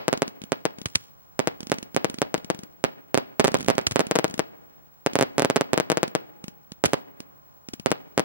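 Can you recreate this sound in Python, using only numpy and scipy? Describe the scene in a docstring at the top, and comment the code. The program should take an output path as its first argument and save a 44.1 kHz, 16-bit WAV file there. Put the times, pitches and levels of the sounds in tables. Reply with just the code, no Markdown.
"""Sharp bangs of firework shells overhead come first, over the fading roll of earlier shells.
Each shell is a short shock wave, followed milliseconds later by its echo off the ground and scattered noise.
Three stations (left, middle, right) fire them: lift charges thump in their tubes, and mines crack and spit gas.
The surroundings return a long, soft roll. Sparks fizz and far whistles waver faintly in the night air.
"""
import sys
import numpy as np
from scipy import signal
from scipy.fft import rfft, irfft
from scipy.io import wavfile
from scipy.ndimage import uniform_filter1d

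SR = 44100
rng = np.random.default_rng(int(sys.argv[2]) if len(sys.argv) > 2 else 0)


def bounce(signal):
    """Save signal as a 16-bit WAV file at the path given by the first command-line argument."""
    frames = np.transpose(np.atleast_2d(signal))
    limited = np.clip(frames, -1, 1)
    pcm = np.round(limited * 32767).astype(np.int16)
    wavfile.write(sys.argv[1], SR, pcm)


N = 363384
SIZE = 8192  # length of one short sound in samples
T = np.arange(SIZE) / SR  # time within a short sound, in seconds


def undb(db):
    """Turn decibels into a gain."""
    return 10 ** (np.asarray(db) / 20)


def add(track, start_s, sound):
    """Mix a stereo sound into the track at a time in seconds."""
    i = max(int(start_s * SR), 0)
    track[:, i:i + sound.shape[1]] += sound[:, :max(N - i, 0)]


def butter(x, hz, kind, order=2):
    """High-pass or low-pass filter that never acts before its input arrives."""
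    sections = signal.butter(order, min(hz, SR / 2 - 1), kind, fs=SR, output="sos")
    return signal.sosfilt(sections, x)


def colour(x, points):
    """Shape the tone through (Hz, dB) points, without any sound ahead of its cause."""
    hz, db = np.transpose(points)
    bin_hz = np.arange(SIZE // 2 + 1) * SR / SIZE
    log_gain = np.interp(np.log(bin_hz + 1), np.log(hz), np.log(undb(db)))
    # folding the cepstrum forward in time makes the filter respond as early as it can
    cepstrum = irfft(log_gain)
    cepstrum[1:SIZE // 2] *= 2
    cepstrum[SIZE // 2 + 1:] = 0
    response = irfft(np.exp(rfft(cepstrum)))[:SIZE // 2]
    return signal.fftconvolve(x, response[None], axes=1)[:, :x.shape[1]]


def walk(rate_hz):
    """Slow random wander around zero: random steps at the given rate, smoothed twice."""
    step = int(SR / rate_hz)
    held = np.repeat(rng.standard_normal(N // step + 1), step)
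    return uniform_filter1d(uniform_filter1d(held, step), step)[:N]


def grain(count, spread):
    """Noise made of separate reflections: each stretch of count samples has its own strength."""
    sizes = np.exp(spread * rng.standard_normal((2, SIZE // count + 1)))
    sizes = np.repeat(sizes, count, axis=1)[:, :SIZE] / np.exp(spread ** 2)
    return sizes * rng.standard_normal((2, SIZE))


def place(x, pan_db, front_hz=3400, leak=0.099):
    """Direction balances the body of a sound; its steep front reaches both channels in opposite phase."""
    body = butter(x, front_hz, "lowpass", order=1)
    front = x - body
    far = undb(-abs(pan_db)) - leak
    left, right = (1, far) if pan_db > 0 else (far, 1)
    return np.array([left * body - front, right * body + front])


# How wide diffuse sound is. Each row: frequency in Hz, gain of the channel difference in dB.
WIDTH = [(60, 10), (400, 11.5), (1500, 8), (4000, 8.5), (8000, 17), (13000, 22.5)]


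def widen(x):
    """Spread diffuse sound wide: the channels are made to differ strongly, most of all in the treble."""
    mid = (x[0] + x[1]) / 2
    side = colour((x[:1] - x[1:]) / 2, WIDTH)[0]
    return np.array([mid + side, mid - side])


def whine(db=-57, pitch_hz=15734, throb_hz=11, depth=.4):
    """A thin, very high steady tone whose level is made to pulse quickly."""
    t = np.arange(N) / SR
    throb = 1 + depth * np.sin(2 * np.pi * throb_hz * t + .5 * walk(2))
    return undb(db) * throb * np.sin(2 * np.pi * pitch_hz * t)


# Tone of the outdoor air. Each row: frequency in Hz, gain in dB.
AIR_COLOUR = [(25, -1), (60, 13), (150, 17), (300, 2.5), (800, 9.5), (1500, 2.5), (3000, -21), (6000, -17),
              (10000, -31.5), (14000, -41)]


def night_air(db=-64):
    """A soft wash of outdoor noise, gently swelling; its level is set before widening."""
    air = colour(rng.standard_normal((2, N)), AIR_COLOUR)
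    swell_db = 1.2 * walk(3)
    return air / air.std() * undb(db + swell_db)


# Tone of sound scattered by rough ground. Each row: frequency in Hz, gain in dB.
SCATTER_COLOUR = [(50, -16), (150, -3.5), (400, 2), (750, 1), (1200, -5), (2500, -10), (5000, -20),
                  (9000, -58), (14000, -40)]


def earlier_roll(db=-41, fade_s=0.054):
    """The roll of the shells that went off just before: fading noise."""
    wash = colour(rng.standard_normal((2, N)), SCATTER_COLOUR)
    fade = np.exp(-np.arange(N) / SR / fade_s)
    return wash / wash.std() * undb(db) * fade


# Faint far whistles. Each row: start in seconds, end in seconds, pitch at the start in Hz,
# pitch at the end in Hz, level in dB before flutter and widening.
WHISTLES = [(1.023, 1.364, 1153, 1030, -69.5), (6.197, 6.651, 845, 830, -63.5),
            (7.148, 7.723, 1078, 1047, -70)]


def whistles():
    """Thin, slightly wavering tones far off, arriving by several paths."""
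    t, out = np.arange(N) / SR, np.zeros((2, N))
    for start_s, end_s, start_hz, end_hz, db in WHISTLES:
        part = np.clip((t - start_s) / (end_s - start_s), 0, 1)
        glide_hz = start_hz + (end_hz - start_hz) * part
        hz = glide_hz * (1 + 0.0033 * walk(60))
        # the right channel runs a quarter cycle ahead
        phase = 2 * np.pi * np.cumsum(hz) / SR + np.array([[0], [np.pi / 2]])
        flutter = undb(1.8 * np.array([walk(16), walk(25)]))
        rise_and_fall = 2 * np.sqrt(part * (1 - part))
        out += undb(db) * flutter * rise_and_fall * np.sin(phase)
    return out


# Tone of spitting gas and of sparks. Each row: frequency in Hz, gain in dB.
GAS_COLOUR = [(100, 1.5), (500, -7.5), (1500, 5.5), (3000, 5.5), (6000, -0.5), (10000, -11.5),
              (14000, -29.5)]


def sparks(db=-75, ticks_per_s=2500):
    """Burning stars fizz faintly overhead: a dense hiss of tiny ticks, a few of them larger."""
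    fires = rng.random((2, N)) < ticks_per_s / SR
    sizes = undb(3.5 * np.minimum(rng.exponential(size=(2, N)), 6))
    ticks = colour(fires * sizes, GAS_COLOUR)
    return ticks / ticks.std() * undb(db + 2 * walk(2.2))


# Tone of the distant roll. Each row: frequency in Hz, gain in dB.
ROLL_COLOUR = [(30, -15), (100, -11.5), (250, -12), (500, -16.5), (800, -13.5), (1500, -12.5),
               (3000, -12.5), (6000, -25.5), (10000, -35), (14000, -31.5)]


def roll(x, t60_s=1.67, treble_t60_s=0.48, wet_db=-53):
    """Distant ground and buildings return a long, soft roll whose treble dies first."""
    t = np.arange(2 * SR) / SR
    noise = rng.standard_normal((2, len(t)))
    low = butter(noise, 2000, "lowpass", order=1)
    # each T60 is the time to fall by 60 dB
    tail = low * undb(-60 * t / t60_s) + (noise - low) * undb(-60 * t / treble_t60_s)
    # echoes build up quickly and come in uneven clumps
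    build_up = (1 - np.exp(-t / 0.022)) * (1 + 5.0 * np.exp(-t / 0.023))
    clumps = undb(4.3 * walk(50)[:len(t)])
    response = colour(tail * build_up * clumps, ROLL_COLOUR)
    # both channels' sound returns from all round, whichever side fired
    from_left = signal.fftconvolve(x[:1], response, axes=1)
    from_right = signal.fftconvolve(x[1:], response[::-1] * np.array([[1], [-1]]), axes=1)
    return undb(wet_db) * (from_left + from_right)[:, :N]


def tube_thump(hz, damping):
    """Gas leaving a tube: a push, a suction and a small rebound."""
    cycles = hz * T
    return np.cos(2 * np.pi * cycles + damping / (2 * np.pi)) * np.exp(-damping * cycles)


# Lift charges, singly or in a run along the fuse. Each row: start in seconds,
# level in dB before the shaping of the shot, station, count of tubes.
CHARGES = [(0.175, -17.5, "right", 1), (0.279, -16.5, "right", 1), (0.4174, -21.5, "left", 1),
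           (0.438, -20.5, "middle", 1), (0.7852, -22.5, "left", 1), (0.816, -20.5, "left", 1),
           (1.6055, -18, "right", 1), (1.6304, -21, "middle", 1), (1.67, -20, "right", 1),
           (1.6979, -17.5, "right", 4), (1.9462, -17, "middle", 1), (2.0988, -16.5, "right", 3),
           (2.3785, -21, "left", 1), (2.4457, -21.5, "left", 1), (2.5471, -22, "left", 3),
           (3.5182, -18.5, "middle", 1), (3.6073, -15.5, "right", 1), (3.753, -21, "middle", 1),
           (3.813, -22.5, "middle", 1), (4.0682, -17.5, "right", 1), (4.3409, -16, "left", 1),
           (4.3786, -20.5, "left", 1), (5.1337, -17.5, "right", 1), (6.0793, -19, "right", 1),
           (6.441, -19.5, "middle", 1), (6.4816, -19, "left", 1), (6.7195, -21.5, "middle", 1),
           (7.2036, -19, "right", 1), (7.6868, -19, "right", 1), (7.7349, -19, "right", 1),
           (7.7377, -17.5, "left", 1), (7.7977, -21.5, "left", 1), (7.905, -21.5, "middle", 1)]
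# Faint lifts that patter on under thick salvos. Each row: start in seconds, end in seconds,
# level in dB before the shaping of the shot, station.
PATTER = [(3.57, 3.68, -22, "middle"), (4.281, 4.317, -24.5, "left")]


def lift_shots(fuse_s=.0435, patter_gap_s=0.015, patter_jitter_s=.002):
    """Every tube that fires: runs as the fuse burns from tube to tube, then the uneven patter."""
    shots = []
    for start_s, db, station, count in CHARGES:
        for k in range(count):
            shots.append((start_s + k * fuse_s, db, station))
    for start_s, end_s, db, station in PATTER:
        for s in np.arange(start_s, end_s, patter_gap_s):
            shots.append((s + patter_jitter_s * rng.standard_normal(), db, station))
    return shots


# The three firing positions. Each entry: left minus right in dB before leak and side adjustments,
# typical delay of the ground echo in milliseconds, typical pitch of the lift tube in Hz.
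STATIONS = {"left": (8.1, 6.25, 200), "middle": (-4.5, 7.2, 193), "right": (-17, 7.45, 232)}


def lifts(damping=1.56, round_hz=600, thump_db=-1.5, crack_db=-2, spit_db=-15, tail_db=-35,
          wider=2.0, tube_spread=.06):
    """A small crack at the muzzle, a hollow thump and a spit of gas, further to the side than the burst."""
    thumps, spits = np.zeros((2, N)), np.zeros((2, N))
    for s, db, station in lift_shots():
        pan_db, _, tube_hz = STATIONS[station]
        hz = tube_hz * np.exp(tube_spread * rng.standard_normal())  # pitch differs from shot to shot
        thump = butter(tube_thump(hz, damping), round_hz, "lowpass", order=1)
        crack = np.exp(-T / .00005)
        wave = undb(thump_db) * thump + undb(crack_db) * crack
        add(thumps, s, undb(db) * place(wave, wider * pan_db))
        gas = undb(spit_db) * np.exp(-T / 0.0015) + undb(tail_db) * np.exp(-T / .015)
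        add(spits, s, undb(db) * gas * rng.standard_normal((2, SIZE)))
    return thumps + widen(colour(spits, GAS_COLOUR))


# Mines throwing stars from the ground. Each row: start in seconds, level of the shot in dB
# before its shaping, station, level of the gas rush in dB before its shaping.
STAR_MINES = [(0.8586, -11, "middle", -20.5), (0.953, -21.5, "middle", -26), (0.9566, -11, "middle", -19.5),
              (3.473, -21.5, "left", -28), (3.8682, -10.5, "right", -25), (3.8711, -7.5, "right", -24.5),
              (3.9117, -14.5, "left", -28), (3.9199, -14, "left", -27.5), (6.8545, -15.5, "middle", -25.5),
              (6.8594, -9, "middle", -16.5)]


def mine_gas(rush_s=.0026, fizz_db=-20, fizz_s=0.009, stars_db=-37, ragged=.85):
    """A ragged rush of gas leaves each mine, fizzes briefly and ends in the hiss of its rising stars."""
    gas = np.zeros((2, N))
    lead_s = 0.0016  # gas already leaks just ahead of the crack
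    rush = np.exp(-abs(T - lead_s) / rush_s)
    fizz = undb(fizz_db) * np.exp(-T / fizz_s)
    stars = undb(stars_db) * (1 - T / T[-1])
    for s, _, _, rush_db in STAR_MINES:
        ragged_noise = grain(count=16, spread=ragged)
        add(gas, s - lead_s, undb(rush_db) * (rush + fizz + stars) * ragged_noise)
    return widen(colour(gas, GAS_COLOUR))


def mines(tube_hz=110, damping=1.8, thump_db=-7, crack_db=0, echo_s=.0125, echo_db=-15):
    """A wide tube gives a deep, dead thump behind a sharp crack, and a weak slap off something near."""
    thumps = np.zeros((2, N))
    thump = butter(tube_thump(tube_hz, damping), 43, "highpass")
    crack = np.exp(-T / .00005)
    wave = undb(thump_db) * thump + undb(crack_db) * crack
    for s, db, station, _ in STAR_MINES:
        shot = place(wave, STATIONS[station][0])
        add(thumps, s, undb(db) * shot)
        add(thumps, s + echo_s, undb(db + echo_db) * shot)
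    return thumps


def blast(push_ms, relax, low_hz):
    """Blast wave: an instant rise, a short push, then a longer suction; the deepest bass is lost."""
    age = T * 1000 / push_ms
    return butter((1 - age) * np.exp(-relax * age), low_hz, "highpass")


# Tone of the shock waves. Each row: frequency in Hz, gain in dB.
SHOCK_COLOUR = [(40, 3), (150, 1), (300, 2), (550, 5.5), (1000, 0), (2000, 2), (4000, 1), (8000, 7.5),
                (11000, 2), (14000, 5.5), (16500, 2)]
# Shells bursting overhead, singly and in salvos. Each row: start in seconds,
# level in dB before the shaping of the burst, station.
SHELLS = [(0.0816, 0, "left"), (0.1293, 0, "right"), (0.2207, 0, "middle"), (0.5204, -1.5, "middle"),
          (0.6538, -1, "left"), (1.393, 1, "right"), (1.4735, -1, "left"), (1.7182, 0, "middle"),
          (1.9645, 2, "right"), (2.0457, -1, "left"), (2.218, -0.5, "middle"), (2.343, -2, "left"),
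          (2.5017, -2, "left"), (2.8406, 2.5, "right"), (3.1446, 2.5, "right"), (3.176, 1, "right"),
          (3.3971, 3.5, "right"), (3.4019, 1, "right"), (3.4439, -0.5, "middle"), (3.449, 2, "right"),
          (3.4805, -3.5, "middle"), (3.5435, 2.5, "right"), (3.6848, 3.5, "right"), (3.7015, 2, "right"),
          (3.7817, 1, "right"), (3.9596, 2, "right"), (3.9941, 1.5, "right"), (4.0062, -3.5, "left"),
          (4.112, -0.5, "left"), (4.1551, -4.5, "left"), (4.1594, -0.5, "left"), (4.1886, -0.5, "left"),
          (4.2439, -0.5, "left"), (4.3938, -1, "left"), (5.0631, 0.5, "middle"), (5.1555, 0, "middle"),
          (5.1893, -2.5, "middle"), (5.211, 1.5, "middle"), (5.226, -0.5, "middle"),
          (5.382, -0.5, "middle"), (5.396, -0.5, "middle"), (5.4216, -2, "middle"), (5.448, 0.5, "middle"),
          (5.5005, -0.5, "middle"), (5.5605, -2, "middle"), (5.5651, 0, "middle"), (5.6106, -1, "middle"),
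          (5.7331, 2, "right"), (5.7773, -0.5, "left"), (5.8003, -1.5, "left"), (5.9008, -0.5, "left"),
          (5.9183, -1.5, "left"), (5.9724, -1.5, "left"), (6.0313, 0.5, "left"), (6.1515, -0.5, "left"),
          (6.8395, 3.5, "right"), (6.9342, 0.5, "middle"), (7.8606, 1.5, "right"), (7.9167, -0.5, "left"),
          (8.1781, 0.5, "middle"), (8.1955, -1, "left")]


def bursts(push_ms=0.68, push_spread=0.057, relax=0.89, low_hz=170, echo_db=-6.5, echo_hz=3300,
           echo_spread_ms=.12, ripple_db=-24, near_db=-23, scatter_db=-15, lumpy=.5):
    """Each shell sends a shock, its duller twin off the ground, and a spray of small reflections."""
    shocks, spray = np.zeros((2, N)), np.zeros((2, N))
    for s, db, station in SHELLS:
        pan_db, echo_ms, _ = STATIONS[station]
        shell_push_ms = push_ms * np.exp(push_spread * rng.standard_normal())
        wave = undb(db) * blast(shell_push_ms, relax, low_hz)
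        # turbulent air wrinkles the wave just behind its front
        wrinkles = butter(rng.standard_normal((4, SIZE)), 2300, "lowpass", order=1)
        ripple = undb(db + ripple_db) * np.exp(-T / 0.0026) * wrinkles
        add(shocks, s, place(wave, pan_db) + ripple[:2])
        ground = place(butter(wave, echo_hz, "lowpass", order=1), 0.9 * pan_db) + ripple[2:]
        # shells burst at slightly different heights, so the echo delay varies
        echo_s = s + (echo_ms + echo_spread_ms * rng.standard_normal()) / 1000
        add(shocks, echo_s, undb(echo_db) * ground)
        # things close by reflect at once; rough ground goes on reflecting from ever further away
        near_fade = np.exp(-T / 0.0055)
        add(spray, s, undb(db + near_db) * near_fade * rng.standard_normal((2, SIZE)))
        ground_fade = np.exp(-T / 0.073) / (1 + T / 0.0023) ** 0.7
        add(spray, echo_s, undb(db + scatter_db) * ground_fade * grain(count=48, spread=lumpy))
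    return colour(shocks, SHOCK_COLOUR) + widen(colour(spray, SCATTER_COLOUR))


def scene():
    """All the fireworks, their roll and the night air."""
    shots = bursts() + lifts() + mines()
    surroundings = roll(shots) + earlier_roll() + sparks() + whistles() + night_air()
    return shots + mine_gas() + widen(surroundings)


def record(dry, top_hz=16500):
    """Adds the thin high tone, clips the tallest fronts and cuts the highest treble."""
    clipped = np.clip(dry + whine(), -.92, .92)
    low_pass = signal.firwin(161, top_hz, window=("kaiser", 8), fs=SR)
    return signal.fftconvolve(clipped, low_pass[None], mode="same", axes=1)


dry = scene()
out = record(dry)
bounce(out)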